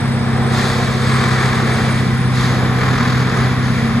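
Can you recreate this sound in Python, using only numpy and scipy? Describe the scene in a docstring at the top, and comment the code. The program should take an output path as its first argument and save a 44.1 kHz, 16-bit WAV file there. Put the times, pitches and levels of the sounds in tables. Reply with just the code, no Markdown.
"""A diesel drones under a thin turbo whistle, its pitch sagging with load: a track tamping machine
in an open railway yard, heard from above. Air hisses off to the left, and a wheel loader growls further
off, over the wash of fans and traffic. Twice the tines plunge hissing into the ballast, squeeze it with
a fast rattle and lift out. The drone is a harmonic series, whistle and growl are resonant noise,
and the ballast is a dense stream of random impacts."""
import sys
import numpy as np
from scipy import signal
from scipy.fft import rfft, irfft
from scipy.io import wavfile

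SR = 44100
rng = np.random.default_rng(int(sys.argv[2]) if len(sys.argv) > 2 else 0)


def persist_wave(psi):
    """Save psi, clipped to +-1, as 16-bit WAV."""
    counts = np.round(np.clip(psi, -1, 1) * 32767).astype(np.int16)
    wavfile.write(sys.argv[1], SR, np.atleast_2d(counts).T)


N = 176400
TIME, FREQ = np.arange(N) / SR, np.fft.rfftfreq(N, 1 / SR)


def amp(db):
    """Amplitude ratio: tenfold for every 20 dB."""
    return 10 ** (np.asarray(db) / 20)


def unit(x):
    """Normalisation to an rms of 1."""
    return x / np.sqrt(np.mean(x ** 2) + 1e-20)


def curve(rows, column=1):
    """Linear interpolation of one column over time."""
    rows = np.array(rows)
    return np.interp(TIME, rows[:, 0], rows[:, column])


def spectrum(rows):
    """Interpolation of a table over log frequency."""
    hz, value = np.transpose(rows)
    return np.interp(np.log(FREQ + 1), np.log(hz + 1), value)


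def drift(cutoff_hz):
    """Random fluctuation: low-passed noise of rms 1."""
    return unit(irfft(rfft(rng.standard_normal(N)) / (1 + (FREQ / cutoff_hz) ** 4), N))


def narrowband(hz, width_hz):
    """Resonance: two independent noises pass a double pole and are shifted up to hz."""
    pole = np.exp(-np.pi * width_hz / SR)
    noise = rng.standard_normal((2, N)) + 1j * rng.standard_normal((2, N))
    envelope = signal.lfilter([1], [1, -2 * pole, pole * pole], noise)
    carrier = np.exp(2j * np.pi * np.cumsum(hz * np.ones(N)) / SR)
    return unit((envelope * carrier).real)


# colour of the yard, shared by all broadband sounds (frequency [Hz], spectral density [dB])
YARD_SPECTRUM = [(20, -80), (32, -68), (42, -49), (80, -56), (130, -55.5), (240, -53), (300, -56),
                 (345, -49.5), (490, -54), (570, -58), (690, -55.5), (760, -50.5), (885, -57.5),
                 (1050, -51), (1520, -56), (1700, -53.5), (2000, -58), (2400, -63), (2950, -69),
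                 (3500, -62), (4000, -64.5), (4900, -68), (5600, -75), (6600, -74.5), (7600, -79.5),
                 (9800, -80), (11500, -86), (12500, -87.5), (15500, -107)]
# resonances of the machine's panels (frequency [Hz], bandwidth [Hz], gain [dB])
PANEL_MODES = [(405, 14, 0.5), (476, 34, 4.5), (760, 13, 0), (1060, 98, 0.5), (1344, 21, -3.5),
               (1368, 60, 3), (1976, 42, 4.5), (2300, 110, 4), (3910, 130, 2), (4480, 120, 2.5)]
def coloured(white, tone):
    """Filters in cascade: the decibels of yard, panels and the source's own tone add."""
    ring_db = sum(db / (1 + (2 * (FREQ - hz) / width) ** 2) for hz, width, db in PANEL_MODES)
    gain = amp(spectrum(YARD_SPECTRUM) + ring_db + spectrum(tone))
    return irfft(rfft(white) * gain, N) * np.sqrt(SR / 2)


# engine speed (time [s], firing rate [Hz])
FIRING_RATE = [(0, 131.2), (.4, 130.2), (.7, 129.5), (1.1, 129.4), (1.7, 128.7), (2.3, 127.5), (2.6, 126.8),
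               (3.5, 127.2), (3.75, 127.6), (4, 131.2)]
# harmonics of the engine cycle (order, level running free [dB], level under load [dB])
HARMONICS = [(4, -37.5, -39), (5, -36.5, -34.5), (6, -27.5, -29), (7, -33, -35), (8, -18, -18),
             (10, -33, -30.5), (11, -38, -32), (12, -29, -29), (13, -74, -50), (14, -24, -26),
             (15, -31.5, -33), (16, -40.5, -29), (18, -45, -39.5)]
# throb of the firing harmonic (time [s], gain [dB])
FIRING_THROB = [(0, -3), (.07, 0.5), (.22, -2), (.36, .5), (.5, .8), (.76, -3.5), (.84, 0.5), (.94, -2.2),
                (1.16, 3), (1.225, -3.5), (1.32, 3), (1.4, -3), (1.47, 2.5), (1.54, -3.5), (1.62, 0),
                (1.74, 1), (1.78, -5.5), (1.84, -0.5), (2.28, 2), (2.6, 0.7), (2.8, 0.2), (2.87, 1.5),
                (3.01, -3.5), (3.1, 2), (3.22, 2.3), (3.33, -3.5), (3.39, 2), (3.49, 1.5), (3.57, -2.5),
                (3.65, 1.8), (3.85, -2), (4, -1.5)]
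# a strong overtone comes and goes (time [s], gain [dB])
OVERTONE_SWELL = [(0, -.5), (.5, 2.5), (.72, -4.5), (.9, -1), (1.3, 1), (1.41, -3.5), (1.55, 1), (1.9, 2),
                  (2.1, 3), (2.45, -4), (2.58, 2), (2.72, -5), (3.1, -8.5), (3.4, 3), (3.56, -4), (3.66, 0),
                  (4, 2.5)]
def diesel(cylinders=8, free_hz=129.2, loaded_hz=127.7):
    """Periodic firing gives a harmonic series, whose balance shifts as load pulls the speed down."""
    waver_db, waver_rad, waver_hz = 0.63, 0.029, 13.4
    uneven_db = 1.64  # uneven combustion shakes the weaker harmonics
    firing_hz = curve(FIRING_RATE)
    load = np.clip((free_hz - firing_hz) / (free_hz - loaded_hz), 0, 1)
    cycle_phase = 2 * np.pi * np.cumsum(firing_hz / cylinders) / SR
    swings = {cylinders: FIRING_THROB, 14: OVERTONE_SWELL}  # by order
    drone = np.zeros(N)
    for order, free_db, loaded_db in HARMONICS:
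        swing_db = curve(swings[order]) if order in swings else uneven_db * drift(waver_hz)
        level = amp(free_db + (loaded_db - free_db) * load + swing_db + waver_db * drift(waver_hz))
        phase = order * cycle_phase + 2 * np.pi * rng.random() + waver_rad * drift(waver_hz)
        drone += level * np.sin(phase)
    return np.sqrt(2) * drone


# turbocharger whistle (time [s], frequency [Hz], level [dB])
TURBO_WHISTLE = [(0, 8560, -41), (.35, 8440, -44), (.55, 8500, -39), (.8, 8350, -44), (1.2, 8360, -38.5),
                 (1.6, 8526, -40.5), (2, 8605, -41), (2.5, 8830, -42), (3, 9050, -47), (3.65, 9050, -42),
                 (4, 8895, -45)]
def turbo(skirt_db=-2):
    """Narrowband noise is heard as a pitch: a whistle in a wider skirt of rushing air."""
    hz = curve(TURBO_WHISTLE)
    whistle = narrowband(hz, width_hz=61)
    skirt = amp(skirt_db) * narrowband(hz, width_hz=795)
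    return amp(curve(TURBO_WHISTLE, column=2)) * (whistle + skirt)


# tone of the intake air (frequency [Hz], gain [dB])
INTAKE_SPECTRUM = [(100, -53), (1500, -10), (3600, -11.5), (6500, -4.5), (12000, -20)]
def intake(db_per_hz=0.3, reference_hz=9054):
    """Flow noise grows with speed: air hisses harder as the turbocharger spins up."""
    level = amp(db_per_hz * (curve(TURBO_WHISTLE) - reference_hz) + 2.5 * drift(20))
    return coloured(rng.standard_normal((2, N)) * level, INTAKE_SPECTRUM)


# swell of the machine's roar (time [s], level [dB])
ROAR_LEVEL = [(0, -3.5), (.25, -2), (.45, 1.5), (.9, 1), (1.25, -8), (1.45, -1.5), (1.8, 2), (1.95, -5),
              (2.4, -9), (2.55, 0.5), (2.9, -5), (3.22, -17), (3.36, -0.5), (3.5, -5), (3.85, -5.5),
              (4, -1)]
# its low-mid tone (frequency [Hz], gain [dB])
ROAR_SPECTRUM = [(150, -6.5), (290, -8), (350, -3), (500, -0.5), (700, -1.5), (1100, -7.5), (2500, -12)]
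def roar():
    """Noise under a slow envelope: a hollow roar swells and sinks with the work."""
    return coloured(rng.standard_normal((2, N)) * amp(curve(ROAR_LEVEL)), ROAR_SPECTRUM)


# tone of the escaping air (frequency [Hz], gain [dB])
LEAK_SPECTRUM = [(100, -27), (650, -9), (1200, -12), (2100, -4), (2700, -2.5), (3300, -4), (4200, -5),
                 (5600, 4.5), (6600, -10), (7500, -27), (12000, -35)]
def air_leak(gain_db=-4.5, coherence=0.64, lag_s=0.0001):
    """Path difference: compressed air hissing on the left reaches the right microphone later."""
    left, independent = coloured(rng.standard_normal((2, N)), LEAK_SPECTRUM)
    delayed = irfft(rfft(left) * np.exp(-2j * np.pi * FREQ * lag_s), N)
    right = coherence * delayed + np.sqrt(1 - coherence ** 2) * independent
    return amp(gain_db) * np.array([left, right])


# effort of the wheel loader (time [s], gain [dB])
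LOADER_EFFORT = [(0, -7), (.5, -12), (.8, -8), (1.7, -11.5), (2.05, -1), (2.45, -6.5), (2.8, -9),
                 (2.93, 10), (3.06, -1.5), (3.37, -2), (3.55, -2.5), (3.75, 1), (4, 3)]
# its exhaust resonances (frequency [Hz], bandwidth [Hz], level [dB])
EXHAUST_MODES = [(121, 7.3, -35), (170.6, 15, -32.5), (208, 31, -38), (237.7, 18.5, -29), (283, 10.6, -40)]
def loader():
    """Exhaust resonances driven by noise make a rough growl that grows with effort."""
    growl = sum(amp(db) * narrowband(hz, width) for hz, width, db in EXHAUST_MODES)
    return amp(curve(LOADER_EFFORT)) * growl


# tone of fans and traffic (frequency [Hz], gain [dB])
WASH_SPECTRUM = [(30, -1.5), (100, 1), (250, -0.5), (420, -4), (750, -6.5), (1200, -4), (2400, -4.5),
                 (3400, -5.5), (4400, -14), (6000, -9.5), (7200, -5), (12000, -2)]
def wash(waver_db=1.27):
    """Incoherent sources, cooling fans and far traffic, merge into one gently uneven noise."""
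    return coloured(rng.standard_normal((2, N)) * amp(waver_db * drift(1.2)), WASH_SPECTRUM)


def stroke(start, rise_s, hold_s, fade_db_per_s):
    """Envelope with a smooth rise and an exponential decay that begins hold_s after the start."""
    age = TIME - start
    rise = np.sin(np.pi / 2 * np.clip(age / rise_s, 0, 1))
    return rise * amp(-fade_db_per_s * np.maximum(age - hold_s, 0))


def stones(clicks_per_s=2500, spread_db=2.5, click_share=0.54):
    """Shot noise: random clicks of stone on stone share their power with a grinding hiss."""
    size = amp(spread_db * np.minimum(rng.exponential(1, (2, N)), 5))
    clicks = size * rng.choice([-1, 1], (2, N)) * (rng.random((2, N)) < clicks_per_s / SR)
    hiss = rng.standard_normal((2, N))
    return np.sqrt(click_share) * unit(clicks) + np.sqrt(1 - click_share) * hiss


# tines enter the ballast (time [s], level [dB], hold [s], decay of the scrape [dB/s])
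PLUNGE_STROKES = [(0.487, 0, 0.13, 11.5), (2.307, -2.5, 0.15, 58)]
# tone of a plunge (frequency [Hz], gain [dB])
PLUNGE_SPECTRUM = [(100, -28), (400, -12.5), (1200, -1.5), (2200, 0.5), (3600, 3.5), (6500, 7),
                   (12000, 5.5)]
def plunges(rise_s=0.11, rush_fade_db_per_s=103):
    """Two-slope decay: a bright rush of stones as the tines go in falls to a lingering scrape."""
    scrape_ratio = amp(8.5)
    level = np.zeros(N)
    for start, db, hold, scrape_fade in PLUNGE_STROKES:
        rush = stroke(start, rise_s, hold, rush_fade_db_per_s)
        scrape = scrape_ratio * stroke(start, rise_s, hold, scrape_fade)
        level += amp(db) * (rush + scrape) / (1 + scrape_ratio)
    return coloured(stones() * level, PLUNGE_SPECTRUM)


# tines squeeze (time [s], hold [s], level [dB], decay [dB/s], rattle depth [0-1], tilt [dB/octave])
SQUEEZE_STROKES = [(1.0, 0.45, 0.5, 25.5, 0.2, -.2), (2.727, 0.45, -2, 41, 0.39, -0.25),
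                   (3.246, 0.19, -5, 95, 0.16, -0.2)]
# tone of a squeeze (frequency [Hz], gain [dB])
SQUEEZE_SPECTRUM = [(100, -24), (400, -1.5), (750, -2.5), (1200, 1.5), (2200, 1.5), (3600, -.8), (6500, 3),
                    (12000, 1)]
def squeeze(start, hold, db, fade, depth, tilt):
    """Amplitude modulation: stones crunch in time with the vibrating tines."""
    rise_s, tine_hz, uneven_db, pivot_hz = 0.12, 41.3, 0.7, 1501
    rattle = (1 + depth * np.sin(2 * np.pi * tine_hz * TIME)) / np.sqrt(1 + depth ** 2 / 2)
    level = amp(db + uneven_db * drift(tine_hz / 3)) * stroke(start, rise_s, hold, fade)
    tone = [(hz, gain_db + tilt * np.log2(hz / pivot_hz)) for hz, gain_db in SQUEEZE_SPECTRUM]
    return coloured(stones() * level * rattle, tone)


# tines lift out (time [s], level [dB], hold [s])
LIFT_STROKES = [(1.56, -7, 0.36), (3.564, -9, 0.26)]
# tone of the sliding stones (frequency [Hz], gain [dB])
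LIFT_SPECTRUM = [(100, -28), (500, -4), (1200, -3.5), (2200, 6), (3600, 2.5), (6500, 6.5), (12000, 5)]
def lifts(rise_s=0.25, fade_db_per_s=39, flicker_db=0.83):
    """Weaker impacts make a soft trickle as the ballast slides back."""
    level = sum(amp(db) * stroke(start, rise_s, hold, fade_db_per_s) for start, db, hold in LIFT_STROKES)
    return coloured(stones() * level * amp(flicker_db * drift(21)), LIFT_SPECTRUM)


def echoes(x, count=14, first_s=0.002, spread_s=0.03, gain_db=-11.5, above_hz=600):
    """Comb filtering: short reflections interfere with the direct sound in the middle and treble."""
    delays = first_s + spread_s * rng.random(count)
    gain = amp(gain_db) * FREQ ** 4 / (FREQ ** 4 + above_hz ** 4)
    comb = np.exp(-2j * np.pi * FREQ * delays[:, None]).sum(0) / np.sqrt(count)
    return irfft(rfft(x) * (1 + gain * comb) / np.sqrt(1 + gain ** 2), N)


def placed(x, lead_rad, balance_db):
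    """Differences of phase and level set a low drone between the microphones."""
    side = np.array([[.5], [-.5]])
    return (signal.hilbert(x) * np.exp(1j * lead_rad * side)).real * amp(balance_db * side)


# likeness of the two microphone signals (frequency [Hz], coherence [0-1])
COHERENCE = [(100, 0.74), (270, 1), (600, 0.74), (880, 0.57), (1200, 0.83), (2200, 0.91), (2900, 0.21),
             (3600, 0.75), (5000, 0.68), (5800, 0.43), (6500, 1), (7400, 0.7), (7900, 1), (9300, 1),
             (10200, 0.87), (11300, 0.74), (13500, 0.78)]
# lead of left over right (frequency [Hz], phase [rad])
PHASE_LEAD = [(100, 0), (450, -.25), (1300, .5), (2000, .45), (2600, .9), (3150, .1), (3700, .6),
              (4800, .25), (5400, .7), (6200, -.1), (7500, 0), (8000, -1.6), (9000, -3.1), (9500, -3.2),
              (10700, -6.1), (12300, -6.3), (12700, -9.2)]
# left minus right (frequency [Hz], level difference [dB])
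BALANCE = [(100, .2), (260, .3), (480, -1.4), (850, -.8), (1300, 1), (2000, .5), (3800, 1.2), (6200, .2),
           (12000, -.1)]
def microphones(pair):
    """Partial coherence: two independent channels blend into a partly alike left and right."""
    left, independent = rfft(pair)
    coherence = spectrum(COHERENCE)
    right = coherence * left + np.sqrt(1 - coherence ** 2) * independent
    right *= np.exp(-1j * spectrum(PHASE_LEAD))
    lean = amp(spectrum(BALANCE) / 2)
    return irfft(np.array([left * lean, right / lean]), N)


def scene():
    """Superposition: machine, loader and yard add at the microphones."""
    tamping = plunges() + sum(squeeze(*row) for row in SQUEEZE_STROKES) + lifts()
    noises = echoes(wash() + tamping + intake()) + roar() + turbo() + loader()
    drone = placed(diesel(), lead_rad=-0.37, balance_db=0.25)
    return drone + microphones(noises) + air_leak()


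def record(dry, cutoff_hz=12600):
    """Band limiting: a low-pass filter removes the highest treble."""
    lowpass = signal.firwin(255, cutoff_hz, window=("kaiser", 8), fs=SR)
    return signal.oaconvolve(dry, lowpass[None], "same")


dry = scene()
out = record(dry)
persist_wave(out)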